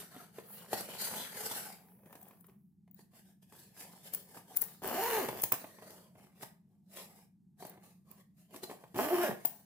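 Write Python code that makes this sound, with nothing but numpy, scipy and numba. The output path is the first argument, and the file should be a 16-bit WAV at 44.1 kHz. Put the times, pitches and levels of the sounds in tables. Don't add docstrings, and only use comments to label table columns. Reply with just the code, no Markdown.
import sys
import numpy as np
from scipy import signal
from scipy.fft import rfft, irfft
from scipy.io import wavfile
from scipy.ndimage import map_coordinates
from numba import njit

SR = 44100
rng = np.random.default_rng(int(sys.argv[2]) if len(sys.argv) > 2 else 0)


def dump_mix(stems):
    frames = np.atleast_2d(stems).T
    limited = np.clip(frames, -1, 1)
    pcm = np.round(limited * 32767).astype(np.int16)
    wavfile.write(sys.argv[1], SR, pcm)


N = 425565
TIME = np.arange(N) / SR


def amp(db):
    return 10 ** (np.asarray(db) / 20)


def unit(x):
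    return x / np.sqrt(np.mean(x ** 2))


def swell(s, db):
    return amp(np.interp(TIME, s, db)) * (TIME > s[0]) * (TIME < s[-1])


def pan(db):
    return amp(np.array([[db], [-db]]) / 2)


def wander(rate):
    return np.interp(TIME * rate, np.arange(N), rng.standard_normal(N))


def colour(x, points, size=2048):
    hz, db = np.transpose(points)
    grid = np.maximum(np.arange(size // 2 + 1) * SR / size, 1)
    curve_db = np.interp(np.log(grid), np.log(np.sort(hz)), db)
    cepstrum = irfft(np.log(amp(curve_db)))
    cepstrum[1:size // 2] *= 2
    cepstrum[size // 2 + 1:] = 0
    response = irfft(np.exp(rfft(cepstrum)))
    response /= np.linalg.norm(response)
    return signal.fftconvolve(x, response[None])[:, :x.shape[1]]


def noise(alike, size=N):
    alike = np.clip(alike, 0, 1)
    shared = np.sqrt(alike) * rng.standard_normal(size)
    return shared + np.sqrt(1 - alike) * rng.standard_normal((2, size))


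def add(out, s, sound):
    start = max(int(s * SR), 0)
    out[:, start:start + sound.shape[1]] += sound[:, :N - start]


def no_bass(x):
    return signal.lfilter(*signal.butter(2, 170, "high", fs=SR), x)


@njit
def resonate(x, hz, damping):
    y, band, low = np.empty(len(x)), 0., 0.
    for i in range(len(x)):
        g = np.tan(np.pi * hz[i] / SR)
        v = (band + g * (x[i] - low)) / (1 + g * (g + damping))
        band, low, y[i] = 2 * v - band, low + 2 * g * v, damping * v
    return y


# (f/Hz, relative level/dB)
HUM_TONE = [(18, -67.5), (30, -39.5), (90, -15), (134, -9.5), (184, -0.5), (210, -1.5), (227, -15.5),
            (374, -27), (512, -56.5), (866, -42.5), (1040, -53.5), (3000, -59.5), (13700, -55),
            (16000, -72.5)]


def hum(level_db):
    waver = amp(wander(12))
    return unit(colour(noise(0.92), HUM_TONE)) * amp(level_db) * waver


def room(x, low_db, high_db, low_t60, high_t60, size=24000):
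    t = np.arange(size) / SR
    split_hz = 2500
    low = signal.lfilter(*signal.butter(2, split_hz, fs=SR), noise(0.45, size))
    high = signal.lfilter(*signal.butter(2, split_hz, "high", fs=SR), noise(0, size))
    tail = 0
    for band, db, t60 in ((low, low_db, low_t60), (high, high_db, high_t60)):
        decay = np.exp(-np.log(1000) * t / t60) * (t > .004)
        tail = tail + amp(db) * band * decay / np.linalg.norm(decay)
    return x + signal.fftconvolve(x, tail, axes=1)[:, :N]


# (t/s, delay of the left port/s)
HAND_PLACE = [(1.7, .00006), (2.1, -.0001), (3.2, .00006), (4.2, -.00013), (4.9, -.00008), (5.3, .0001)]


def placed(x):
    lag_s = np.interp(TIME, *np.transpose(HAND_PLACE))
    left = map_coordinates(x[0], [(TIME - lag_s) * SR], order=5)
    return np.array([left, x[1]])


def flex(x, share=0.33, count=4):
    index = np.arange(N)
    out = x.copy()
    for lag_s in np.geomspace(.0004, .0025, count):
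        moving_lag = SR * lag_s * np.exp(.12 * wander(3.3))
        out += share * np.array([np.interp(index - moving_lag, index, port) for port in x])
    return out / np.sqrt(1 + count * share ** 2)


DRIFTS_PER_S = 14


def drifting_bands(x, ring=0.92, drift=0.28, sharpness=8, count=8):
    out = x.copy()
    for hz in np.geomspace(380, 3400, count):
        centre = np.minimum(hz * np.exp(drift * wander(DRIFTS_PER_S)), SR / 4)
        gain = ring * np.maximum(1 + wander(DRIFTS_PER_S), 0)
        out += gain * np.array([resonate(port, centre, 1 / sharpness) for port in x])
    return out


STROKE_DROP_DB, STROKE_ROUNDNESS = 13.5, 1.57


def strokes(rows):
    power = np.zeros((len(rows[0][3:]), N))
    for s, rise_s, fall_s, *levels_db in rows:
        near = (TIME > s - 4 * rise_s) & (TIME < s + 4 * fall_s)
        away = np.maximum((s - TIME[near]) / rise_s, (TIME[near] - s) / fall_s)
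        level_db = np.array(levels_db)[:, None] - STROKE_DROP_DB * away ** STROKE_ROUNDNESS
        power[:, near] += amp(level_db) ** 2
    return np.sqrt(power)


# (peak t/s, rise/s, fall/s, level before flutter/dB)
FINGER_GLIDES = [(.54, .08, .07, -52.5), (1.9, 0.25, 0.24, -69.5), (2.22, 0.25, 0.3, -66)]


def glides(low_hz):
    band = signal.butter(4, [low_hz, 15700], "band", fs=SR, output="sos")
    whisper = unit(signal.sosfilt(band, noise(0)))
    return whisper * strokes(FINGER_GLIDES) * amp(2 * wander(DRIFTS_PER_S))


def crease(hz, cycles, size=1024):
    turns = hz * np.arange(size) / SR
    ring = np.sin(2 * np.pi * turns) + 0.26 * np.sin(2 * np.pi * 2.3 * turns)
    return ring * np.exp(-np.log(1000) * turns / cycles)


def crackle(rate, centre_hz, octaves, spread_db, cycles):
    out = np.zeros((2, N))
    count = int(rate * N / SR)
    for when, pitch, size, side in rng.random((count, 4)):
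        hz = centre_hz * 2 ** (octaves * (pitch - .5))
        ports = pan(12 * (side - .5))
        add(out, when * N / SR, amp(spread_db * size) * ports * crease(hz, cycles))
    return unit(no_bass(out))


# (peak t/s, rise/s, fall/s, hiss level before trim/dB, film flutter level before trim/dB)
FLOOR_DRAGS = [(0.0, .01, 0.051, -48, -54.5), (.19, 0.14, 0.099, -59.5, -59.5),
               (.39, 0.059, 0.025, -58, -60), (.6, 0.22, 0.6, -61.5, -61.5), (.737, 0.03, 0.017, -41, -44),
               (.803, 0.072, 0.013, -44.5, -52.5), (.95, 0.19, 0.065, -51, -53.5),
               (1.04, 0.061, 0.083, -36.5, -49.5), (1.15, 0.092, 0.17, -44.5, -48.5),
               (1.43, 0.15, 0.1, -45, -52), (1.54, 0.23, 0.17, -43.5, -55.5), (1.68, 0.26, 0.082, -71, -57)]
FINGER_RUBS = [(1.82, 0.056, 0.15, -79, -68.5), (2.12, 0.16, 0.17, -78.5, -67.5),
               (2.3, 0.23, 0.11, -75.5, -67), (2.49, 0.026, 0.063, -83.5, -70.5),
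               (2.995, 0.037, 0.049, -68.5, -76), (3.17, 0.041, 0.047, -64.5, -68.5),
               (3.3, 0.17, 0.046, -74, -79.5), (3.43, 0.011, 0.021, -68, -74),
               (3.53, 0.008, 0.045, -67, -63), (3.61, 0.11, 0.084, -61, -67.5),
               (3.81, 0.051, 0.041, -49.5, -57.5), (3.93, 0.24, 0.14, -63.5, -65.5),
               (4.07, 0.051, 0.022, -54.5, -63.5), (4.18, 0.13, 0.062, -60.5, -64),
               (4.365, 0.099, 0.051, -57, -58.5), (4.53, 0.082, 0.073, -62.5, -59.5),
               (4.68, 0.22, 0.16, -62, -64.5), (5.6, 0.018, 0.13, -58, -57), (5.91, 0.23, 0.15, -62, -59),
               (6.21, 0.085, 0.099, -70.5, -63), (6.43, 0.02, 0.0083, -47, -48.5),
               (6.44, 0.096, 0.032, -64.5, -64), (6.72, 0.095, 0.13, -92.5, -86.5),
               (6.98, 0.06, 0.078, -52.5, -56.5), (7.2, 0.22, 0.056, -68.5, -68.5),
               (7.607, 0.023, 0.12, -60, -62), (7.7, 0.077, 0.15, -84, -61.5),
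               (7.85, 0.05, 0.11, -67.5, -68), (8.11, 0.047, 0.042, -68.5, -65),
               (8.2, 0.047, 0.022, -69, -70.5), (8.39, 0.032, 0.075, -70.5, -77.5),
               (8.55, 0.039, 0.045, -59, -57.5), (8.64, 0.021, 0.013, -52, -48.5),
               (8.705, 0.025, 0.047, -55.5, -51.5), (8.82, 0.11, 0.029, -70, -67.5),
               (9.53, 0.72, 0.15, -66, -69)]
# (f/Hz, relative level/dB)
SCRAPE_TONE = [(710, -31), (1150, -4.5), (1830, -2), (2500, -8), (4100, -3), (6510, -4.5), (8350, 0),
               (12600, 2.5), (15200, 0), (16000, -32.5)]
DRAGGED_POUCH_TONE = [(41, -49.5), (70, -27), (88, -8), (149, -4.5), (187, 9), (290, -8), (423, -1),
                      (657, -2), (836, 0.5), (1300, -8.5), (2600, -28), (3380, -22.5), (5720, -120)]
FINGER_HISS_TONE = [(710, -14.5), (1200, -4.5), (1460, -11), (1570, -0.5), (1790, 2.5), (2180, -8),
                    (2890, -5.5), (3590, -1.5), (4410, -2), (6580, -0.5), (11700, 4.5), (15200, 3),
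                    (16000, -19.5)]
FILM_TONE = [(150, -33.5), (250, -3), (390, -1), (526, -3.5), (647, 3), (885, -6.5), (1040, -1.5),
             (1340, -20), (1810, -16.5), (1980, -16), (2600, -22.5), (3380, -56.5), (5720, -120)]
# (t/s, change of the pops' level/dB)
FILM_SLACK = [(4.7, -2), (5.6, -5)]


def rubbing(rows, hiss_colour, film_colour, hiss_db, film_db, pop_rate, pop_hz, pop_db, catch_db, pan_db):
    sliding, flutter = strokes(rows)
    catches = unit(amp(catch_db * wander(110)))
    hiss = colour(noise(0.059) * catches, hiss_colour) * sliding * amp(hiss_db)
    film = colour(noise(0.97) * catches, film_colour) * flutter * amp(film_db)
    pops = crackle(pop_rate, pop_hz, octaves=3, spread_db=29.0, cycles=5.9) * flutter
    pops = pops * amp(pop_db + np.interp(TIME, *np.transpose(FILM_SLACK)))
    return flex(drifting_bands(hiss * pan(pan_db) + film)) + pops


# (t/s, level before trim/dB, crack against thud before trim/dB, ring f/Hz)
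SNAPS_AND_KNOCKS = [(0.163, -37, -9, 260), (0.384, -33, -13, 442), (0.73, -22, -1.5, 794),
                    (0.776, -40, -6, 1050), (0.807, -35, 8, 465), (0.887, -38, -4, 585),
                    (0.95, -39, -10, 1500), (1.032, -48, 6, 2820), (1.071, -34, -3, 1900),
                    (1.204, -36, -14, 775), (1.511, -35.5, 4, 895), (2.058, -48, -6, 363),
                    (2.128, -43, -5, 1230), (2.153, -40.5, -3, 684), (2.309, -48.5, -10, 1070),
                    (2.4431, -51.5, -6, 1300), (2.485, -55, -9, 1196), (2.877, -59.5, -8.5, 880),
                    (2.991, -51, -2, 400), (3.134, -53, -17, 231), (3.523, -46.5, -2, 1100),
                    (3.937, -53, -14, 850), (4.136, -38.5, 9, 685), (4.372, -37.5, -14, 1200),
                    (4.518, -48, -17, 715), (4.624, -36.5, 5.5, 1840), (4.835, -38, 3, 730),
                    (5.286, -24, -4.5, 520), (5.435, -26, 7, 558), (5.52, -21, 0.5, 1180),
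                    (5.53, -28.5, -1, 1276), (5.54, -28.5, 0.5, 1720), (5.6425, -33, -19, 657),
                    (5.786, -43, -22, 910), (5.823, -41.5, -14, 685), (5.904, -45.5, 5.5, 370),
                    (6.154, -51, -24, 676), (6.431, -32, -3, 636), (7.624, -35.5, -22, 404),
                    (7.65, -35, -4, 664), (7.775, -45, -30, 332), (8.543, -37, -7, 1080),
                    (8.561, -39, 4, 357), (8.632, -33.5, 1, 400), (8.696, -35, -21, 455),
                    (8.712, -35, -11, 387), (8.838, -40.5, -13, 640), (8.944, -32.5, -12, 336),
                    (8.959, -30.5, -5, 380), (9.31, -31, -13, 810), (9.325, -30, -20, 432),
                    (9.45, -27.5, 3, 710)]
# (f/Hz, relative level/dB)
THUD_TONE = [(71, -41), (120, -3), (394, -4), (740, -6.5), (1040, -3.5), (1270, -18.5), (1590, -21),
             (1730, -12.5), (1980, -14.5), (2460, -15.5), (2730, -18.5), (4000, -23), (5200, -57),
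             (8800, -120)]


def knocks(thud_db, crack_db, ring_db, ring_cycles, rise_s, t60, size=8192):
    t = np.arange(size) / SR
    thuds, cracks, rings = np.zeros((3, 2, N))
    push = (1 - np.exp(-t / rise_s)) * np.exp(-np.log(1000) * t / t60)
    for s, db, bright_db, hz in SNAPS_AND_KNOCKS:
        add(thuds, s, amp(db + thud_db) * push * noise(1.0, size))
        add(cracks, s, amp(db + bright_db + crack_db) * push * noise(0.036, size))
        add(rings, s, amp(db + ring_db) * crease(hz, ring_cycles)[None])
    return colour(thuds, THUD_TONE) + colour(cracks, FINGER_HISS_TONE) + no_bass(rings)


# (t/s, level before trim/dB, left minus right level/dB)
TAB_CLINKS = [(2.1272, -49, 18), (2.215, -47, 6), (2.2296, -44, 8), (2.285, -48, 18), (2.409, -50.5, 24),
              (2.468, -51.5, 17), (4.137, -28, 13.5), (4.148, -23.5, 6.5), (4.566, -24, 6),
              (4.5707, -17, 7), (4.6182, -19, 11.5), (4.639, -30, 10), (4.8766, -30, 23), (5.421, -24.5, 4),
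              (5.438, -17, 2), (5.5238, -21, 6), (5.54, -32, 12), (7.669, -43, 4), (7.6968, -42.5, -3),
              (8.114, -45, -13), (8.6384, -45, 10), (9.4567, -25, 21), (9.4773, -36, 13)]
# (f/Hz, relative level/dB)
TAB_TONE = [(1500, -22.5), (3000, -26.5), (5000, -23), (8000, -13.5), (11600, -2), (14600, -2), (15300, 8),
            (15750, -21.5), (16500, -25)]
# (f/Hz before a small random shift, relative level/dB, time to fall 60 dB/s)
TAB_RINGS = [(8130, -14.5, 0.038), (15500, -5, 0.07), (15300, -12, .05)]


def clinks(blow_db, ring_db, scrape_db, scrape_s, blow_s, size=8192):
    lead_s = .03
    t = np.arange(size) / SR - lead_s
    after = np.maximum(t, 0)
    blows, rings = np.zeros((2, 2, N))
    scrape = amp(scrape_db) * np.exp(-abs(t) / scrape_s)
    contact = np.where(t < 0, scrape, np.exp(-after / blow_s))
    for s, db, pan_db in TAB_CLINKS:
        ports = unit(pan(pan_db))
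        add(blows, s - lead_s, amp(db + blow_db) * ports * contact * noise(0.07, size))
        for hz, mode_db, t60 in TAB_RINGS:
            ring_hz = hz * (1 + 0.003 * rng.standard_normal())
            phase = 2 * np.pi * (ring_hz * t + rng.random((2, 1)))
            ring = np.sin(phase) * np.exp(-np.log(1000) * after / t60) * (t > 0)
            add(rings, s - lead_s, amp(db + ring_db + mode_db) * ports * ring)
    return colour(blows, TAB_TONE) + rings


# (start t/s, length/s, level before trim/dB, left minus right level/dB)
TAB_SQUEALS = [(2.9125, .003, -35.5, 13), (2.945, .003, -32.5, 14), (4.572, .0017, -11.5, 19),
               (4.623, .0016, -5.5, 15), (5.5214, .005, -5, -6), (9.454, .0048, -4, 9)]
SQUEAL_HZ = 15200


def squeals(squeal_db, rough, bite_s, size=1024):
    t = np.arange(size) / SR
    out = np.zeros((2, N))
    for s, length_s, db, pan_db in TAB_SQUEALS:
        contact = (1 - np.exp(-t / bite_s)) * np.exp(-(t / length_s) ** 2)
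        phase = 2 * np.pi * (SQUEAL_HZ * t + rng.random((2, 1)))
        phase = phase + rough * np.cumsum(noise(0, size), axis=1)
        add(out, s, amp(db + squeal_db) * unit(pan(pan_db)) * contact * np.sin(phase))
    return out


# (t/s, teeth per second f/Hz before jitter, tooth kick level before trim/dB,
# grinding level before trim/dB, panel hum level at the tooth rate/dB, at its octave/dB, both before flutter)
OPENING_PULL = [(4.82, 139.2, -49, -62, -61, -55), (4.842, 170.4, -37, -52, -51, -53),
                (4.94, 249.1, -35.5, -48.5, -46.5, -51.5), (4.99, 373.7, -37.5, -44, -44.5, -30.5),
                (5.025, 453.6, -40, -43, -43.5, -35), (5.075, 491.6, -38, -42, -45.5, -35.5),
                (5.11, 476, -32.5, -44.5, -44, -36.5), (5.147, 437.4, -37, -39.5, -37, -35.5),
                (5.183, 421.3, -32.5, -43.5, -43, -33), (5.215, 337, -36, -46, -41, -55),
                (5.245, 231, -38, -49, -38.5, -37.5), (5.263, 174.7, -53.5, -53, -55.5, -52.5),
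                (5.335, 141, -43, -59.5, -56, -58.5), (5.41, 103.4, -48, -55, -62.5, -62.5)]
SHUTTING_PULL = [(8.95, 65.8, -40, -63, -65, -54), (8.972, 160.3, -37.5, -49, -44, -37),
                 (9.005, 221, -31.5, -44.5, -29, -59), (9.05, 285.4, -36, -44, -46, -54),
                 (9.075, 315, -38.5, -51.5, -32.5, -54), (9.097, 288.2, -42, -46.5, -55, -52),
                 (9.111, 329, -35, -49.5, -29.5, -29), (9.135, 368, -41, -45, -25, -34),
                 (9.163, 330.5, -35.5, -45.5, -29.5, -62), (9.205, 349.9, -36, -46.5, -28, -37),
                 (9.228, 355.4, -39, -43.5, -30, -43), (9.241, 300.6, -34.5, -41.5, -38, -31.5),
                 (9.272, 288.8, -41, -45, -53, -38), (9.297, 194, -42, -52, -33.5, -39),
                 (9.315, 160, -47, -58, -48, -58), (9.335, 108, -61, -69, -64, -67)]
# (f/Hz, relative level/dB)
ZIP_BODY_TONE = [(35, -72), (60, -33), (215, 5), (288, -4.5), (375, 9.5), (501, 1.5), (610, 6.5),
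                 (687, 5.5), (1400, -4), (1820, -54), (3080, -120)]
ZIP_RASP_TONE = [(600, -29.5), (1150, 3.5), (1400, 2), (1650, 4.5), (1950, 0.5), (2200, -1), (2650, -4.5),
                 (3500, -16), (6000, -27.5)]
ZIP_TICK_TONE = [(1760, -16), (3000, -3), (4170, -8), (8230, -8.5), (9800, -7), (12600, 0.5), (15400, -0.5),
                 (16100, -31.5)]


def zip_pull(rows, kick_db, rasp_db, tick_db, low_pan_db, tick_pan_db, jitter, slip, uneven_db, tick_s,
             tone_blur, rasp_grit, from_hz, to_hz, span_db):
    s, hz, force_db, grind_db, tone_db, octave_db = np.transpose(rows)
    speed = np.interp(TIME, s, hz)
    stumble = np.minimum(300 / speed, 1.7)
    rate = speed * np.exp(jitter * stumble * wander(130))
    turns = np.cumsum(rate) / SR
    release = turns + slip * stumble * wander(400)
    release = np.maximum.accumulate(np.maximum(release, 0))
    tooth = release.astype(int)
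    since = release % 1 / rate
    strength = amp(uneven_db * stumble * rng.standard_normal(N)[tooth])
    kicks = np.diff(tooth, prepend=0) * np.sqrt(SR / rate)
    grind = np.exp(-since / 0.0075) * noise(0.69)
    body = colour((kicks + 0.88 * grind) * strength, ZIP_BODY_TONE)
    body = body * swell(s, force_db + kick_db)
    catch = unit(amp(2.88 * rng.exponential(size=N)))[tooth]
    scrape = np.exp(-since / 0.00057) * noise(0.44)
    rasp = colour((kicks + rasp_grit * scrape) * strength * np.sqrt(catch), ZIP_RASP_TONE)
    rasp = rasp * swell(s, grind_db + rasp_db)
    end_turns = np.interp([s[0], s[-1]], TIME, turns)
    travel = np.interp(turns, end_turns, [0, 1])
    span_hz = from_hz * (to_hz / from_hz) ** travel
    rasp = rasp + amp(span_db) * np.array([resonate(port, span_hz, 0.14) for port in rasp])
    phase = 2 * np.pi * turns + tone_blur * stumble * wander(220)
    pumping = np.sin(phase) * swell(s, tone_db) + np.sin(2 * phase) * swell(s, octave_db)
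    pumping = pumping * amp(1.5 * stumble * wander(120))
    snap = (np.exp(-since / tick_s) * catch + 0.4) / np.sqrt(rate * tick_s)
    ticks = flex(colour(snap * noise(0.1), ZIP_TICK_TONE)) * swell(s, grind_db + tick_db)
    return (body + rasp + pumping) * pan(low_pan_db) + ticks * pan(tick_pan_db)


def scene():
    pouch = glides(low_hz=10300)
    pouch += rubbing(FLOOR_DRAGS, SCRAPE_TONE, DRAGGED_POUCH_TONE, hiss_db=1, film_db=-3,
                     pop_rate=280, pop_hz=1646, pop_db=-1.0, catch_db=3.0, pan_db=1.5)
    pouch += rubbing(FINGER_RUBS, FINGER_HISS_TONE, FILM_TONE, hiss_db=2.0, film_db=-2,
                     pop_rate=110, pop_hz=1200, pop_db=-4.0, catch_db=2.5, pan_db=0.5)
    pouch += knocks(thud_db=-4.5, crack_db=-5.0, ring_db=-4.0, ring_cycles=13, rise_s=0.0013, t60=0.027)
    pouch += zip_pull(OPENING_PULL, kick_db=-6.5, rasp_db=-2.0, tick_db=0.5, low_pan_db=0.0, tick_pan_db=1.0,
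                      jitter=.04, slip=.075, uneven_db=1.5, tick_s=0.00039, tone_blur=0.5, rasp_grit=1.6,
                      from_hz=1500, to_hz=2050, span_db=-10)
    pouch += zip_pull(SHUTTING_PULL, kick_db=-4.0, rasp_db=-0.5, tick_db=1, low_pan_db=-1, tick_pan_db=0.0,
                      jitter=0.03, slip=.065, uneven_db=2.5, tick_s=0.0011, tone_blur=0.16, rasp_grit=0.78,
                      from_hz=490, to_hz=1950, span_db=3.5)
    tab = clinks(blow_db=-0.5, ring_db=-8.0, scrape_db=-7.5, scrape_s=0.0037, blow_s=0.0019)
    tab += squeals(squeal_db=-10.5, rough=0.0238, bite_s=.0002)
    tab = room(tab, low_db=-6, high_db=-12, low_t60=.3, high_t60=.3)
    pouch = room(placed(pouch), low_db=-6.0, high_db=-4, low_t60=0.37, high_t60=0.28)
    return hum(level_db=-64) + pouch + tab


TOP_HZ = 16500


def record(dry):
    return signal.sosfilt(signal.ellip(8, .2, 70, TOP_HZ, fs=SR, output="sos"), dry)


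dry = scene()
out = record(dry)
dump_mix(out)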